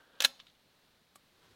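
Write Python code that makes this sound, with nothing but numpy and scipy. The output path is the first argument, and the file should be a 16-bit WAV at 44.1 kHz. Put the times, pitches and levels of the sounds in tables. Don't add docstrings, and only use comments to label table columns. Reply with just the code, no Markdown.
import sys
import numpy as np
from scipy import signal
from scipy.fft import rfft, irfft
from scipy.io import wavfile
from scipy.ndimage import uniform_filter1d, minimum_filter1d

SR = 44100
rng = np.random.default_rng(int(sys.argv[2]) if len(sys.argv) > 2 else 0)


def transcribe(u):
    v = np.clip(np.atleast_2d(u).T, -1, 1)
    q = np.round(v * 32767).astype(np.int16)
    wavfile.write(sys.argv[1], SR, q)


N = 68355

# (time [s], clatter level [dB], clatter t60 [s], treble tilt [dB/octave],
# receiver ring level [dB], thud level [dB])
BLOWS = [(0.2044, -16.5, 0.014, -2.35, -37.5, -86), (0.2081, -21.5, 0.005, -4.5, -47.5, -84.5),
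         (0.2217, -22.5, 0.02, 0.8, -47.5, -80.5), (0.2404, -24.5, .02, -1, -17, -60),
         (0.2453, -19.5, 0.0089, -2.5, -29.5, -39.5), (0.2477, -14, 0.021, 0.5, -3.5, -37.5),
         (0.2526, -21.5, 0.032, -2, -30, -46), (0.2588, -33, .018, -2.5, -32.5, -55.5)]
# (frequency [Hz], level [dB])
STEEL_COLOUR = [(100, -33), (300, -20), (600, -5.5), (1100, -9), (1700, 1), (1980, -8), (2500, 0.5),
                (3300, 3), (4300, -2), (4700, -5), (6500, -3.5), (9000, -11.5), (12000, -10), (16000, -18)]
CONTACT_S = 0.00059


def amp(db):
    return 10 ** (np.asarray(db) / 20)


def colour(x, points, tilt_db=0):
    hz = np.maximum(np.arange(N // 2 + 1) * SR / N, 1)
    point_hz, db = np.array(points).T
    octaves = np.log2(np.maximum(hz / 3000, 1))
    gain = amp(np.interp(np.log(hz), np.log(point_hz), db) + tilt_db * octaves)
    return irfft(rfft(x) * gain / np.sqrt(np.mean(gain ** 2)), N)


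def noise(points):
    return colour(rng.standard_normal(N), points)


def since(start):
    return np.maximum(np.arange(N) / SR - start, 0)


def envelope(start, attack, t60):
    t = since(start)
    return np.minimum(t / attack, 1) * np.exp(-np.log(1000) * t / t60)


def burst(start, points, t60, tilt_db=0, attack=CONTACT_S):
    crack = np.sign(rng.standard_normal(N)) * envelope(start, attack, t60)
    return colour(crack, points, tilt_db)


def ring(start, modes):
    return sum(amp(db) * np.sin(2 * np.pi * hz * since(start)) * envelope(start, attack=0.0011, t60=t60)
               for hz, db, t60 in modes)


def fade(points):
    times, db = np.array(points).T
    return amp(np.interp(since(0), times, db))


def field_hiss(level_db=-69.5, sway_db=1.1):
    # (frequency [Hz], level [dB])
    hiss_colour = [(25, -5.5), (90, -5), (200, 0.5), (320, -5.5), (650, -7), (1000, -9), (2200, -10.5),
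                   (3200, -9.5), (4050, -7.5), (4800, -13.5), (7000, -20.5), (10000, -21.5), (16000, -22.5)]
    sway = np.interp(since(0), np.linspace(0, N / SR, num=12), rng.standard_normal(12))
    return amp(level_db + sway_db * sway) * noise(hiss_colour)


def ground_scatter(x):
    # (frequency [Hz], level [dB])
    near_colour = [(100, -23.5), (300, -7), (700, -1), (1350, -4), (2200, -4.5), (3800, -3), (4700, 0),
                   (7000, -5.5), (12000, 1), (16000, -4.5)]
    # (frequency [Hz], level [dB])
    far_colour = [(100, -18.5), (300, -3.5), (700, 7.5), (1100, -2), (1700, -5.5), (3200, -9), (4250, 5.5),
                  (4900, -4), (7000, -9.5), (16000, -19)]
    out = x
    for points, db, t60 in ((near_colour, -17.5, 0.13), (far_colour, -25.5, 0.44)):
        tail = noise(points) * envelope(start=0.001, attack=0.0025, t60=t60)
        tail /= np.sqrt(np.sum(tail ** 2))
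        out = out + amp(db) * signal.fftconvolve(x, tail)[:N]
    return out


def rustle(rough_db=1.5):
    # (frequency [Hz], level [dB])
    grip_colour = [(80, -18.5), (250, -5.5), (540, -1.5), (750, -6), (1200, -7), (1550, 1.5), (2100, -17.5),
                   (3400, -8), (5000, -26.5), (16000, -36.5)]
    # (time [s], level [dB])
    grip_levels = [(0, -61), (.05, -68.5), (.16, -65.5), (.2, -66.5), (.23, -85)]
    # (frequency [Hz], level [dB])
    cloth_colour = [(40, -6), (100, 9.5), (220, -5.5), (400, 3.5), (800, -4), (1300, 1), (2200, -6.5),
                    (4000, -6), (7000, -15), (16000, -26.5)]
    # (time [s], level [dB])
    cloth_levels = [(.55, -86.5), (.7, -79.5), (.95, -82.5), (1.25, -86), (1.36, -72.5), (1.44, -66.5),
                    (1.52, -65.5), (1.55, -68.5)]
    grain = uniform_filter1d(rng.standard_normal(N), size=220)
    palm = fade(grip_levels) * noise(grip_colour)
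    cloth = fade(cloth_levels) * noise(cloth_colour)
    return amp(rough_db * grain / grain.std()) * (palm + cloth)


def loose_parts():
    # (time [s], level [dB])
    ticks = [(.127, -90), (0.153, -65), (.187, -62), (0.198, -63), (0.3937, -54), (0.3994, -45.5),
             (.4675, -55.5), (0.482, -60), (.499, -60.5), (.551, -66.5)]
    # (frequency [Hz], level [dB])
    tick_colour = [(200, -24), (700, -14.5), (1100, -4.5), (2200, -5.5), (3700, 6), (4700, -5.5),
                   (7000, -17), (10000, -31.5), (16000, -34.5)]
    return sum(amp(db) * burst(start, tick_colour, t60=0.048) for start, db in ticks)


def catch():
    # (time [s], level [dB], t60 [s], treble tilt [dB/octave])
    clicks = [(1.1534, -56.5, 0.017, 3), (1.1567, -48, 0.032, -1.5)]
    # (frequency [Hz], level [dB])
    click_colour = [(60, -23.5), (200, 4.5), (700, -3), (3000, -3), (6300, -5.5), (8000, 4.5), (9500, -2.5),
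                    (11500, -2), (16000, -14)]
    # (frequency [Hz], level [dB], t60 [s])
    modes = [(1155, -52, 0.046)]
    clicking = sum(amp(db) * burst(start, click_colour, t60, tilt_db, attack=0.0016)
                   for start, db, t60, tilt_db in clicks)
    snap_s = clicks[-1][0]
    return clicking + ring(snap_s, modes)


def slide(start_s=0.204, end_s=0.260, slips_per_s=9800, level_db=-38.5):
    t = since(0)
    slips = (rng.random(N) < slips_per_s / SR) * rng.standard_normal(N)
    moving = uniform_filter1d(1. * ((t > start_s) & (t < end_s)), size=200)
    return amp(level_db) * colour(moving * slips / slips.std(), STEEL_COLOUR, tilt_db=-4)


def action_blows():
    # (frequency [Hz], level [dB], t60 [s])
    barrel_modes = [(253, -52, .24), (538, -71, .35), (738, -65, .15), (1338, -49, .19), (4037, -65, .3),
                    (4215, -61, .38)]
    # (frequency [Hz], level [dB])
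    stock_colour = [(30, -12), (90, -9.5), (220, -1), (430, -3.5), (650, 4.5), (850, -7.5), (1100, 4),
                    (1350, -12.5), (3000, -35.5)]
    hardest_s = max(BLOWS, key=lambda blow: blow[4])[0]
    out = ring(hardest_s, barrel_modes)
    for start, clatter_db, t60, tilt_db, _, thud_db in BLOWS:
        out += amp(clatter_db) * burst(start, STEEL_COLOUR, t60, tilt_db)
        out += amp(thud_db) * burst(start, stock_colour, t60=0.028)
    return out


def receiver():
    # (frequency [Hz], level [dB], t60 [s])
    modes = [(1100, -23, .025), (1400, -21, .037), (1660, -11, .017), (1780, -29, .03), (2260, -26, .045),
             (2635, -24, .03), (2880, -20, .03), (3390, -23, .028), (3680, -9, .018), (4020, 0, .015),
             (4210, -12, .022)]
    return sum(amp(ring_db) * ring(start, modes) for start, _, _, _, ring_db, _ in BLOWS)


def scene():
    mechanism = action_blows() + slide() + loose_parts() + catch()
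    return (ground_scatter(mechanism) + receiver() + rustle() + field_hiss())[None]


def record(dry, limit_db=-5.5, hold_s=0.0018, top_hz=16300):
    span = int(hold_s * SR)
    gain = np.minimum(1, amp(limit_db) / (np.abs(dry) + 1e-9))
    limited = dry * uniform_filter1d(minimum_filter1d(gain, span), span)
    lowpass = signal.ellip(10, rp=0.2, rs=70, Wn=top_hz, fs=SR, output="sos")
    return signal.sosfilt(lowpass, limited)


dry = scene()
out = record(dry)
transcribe(out)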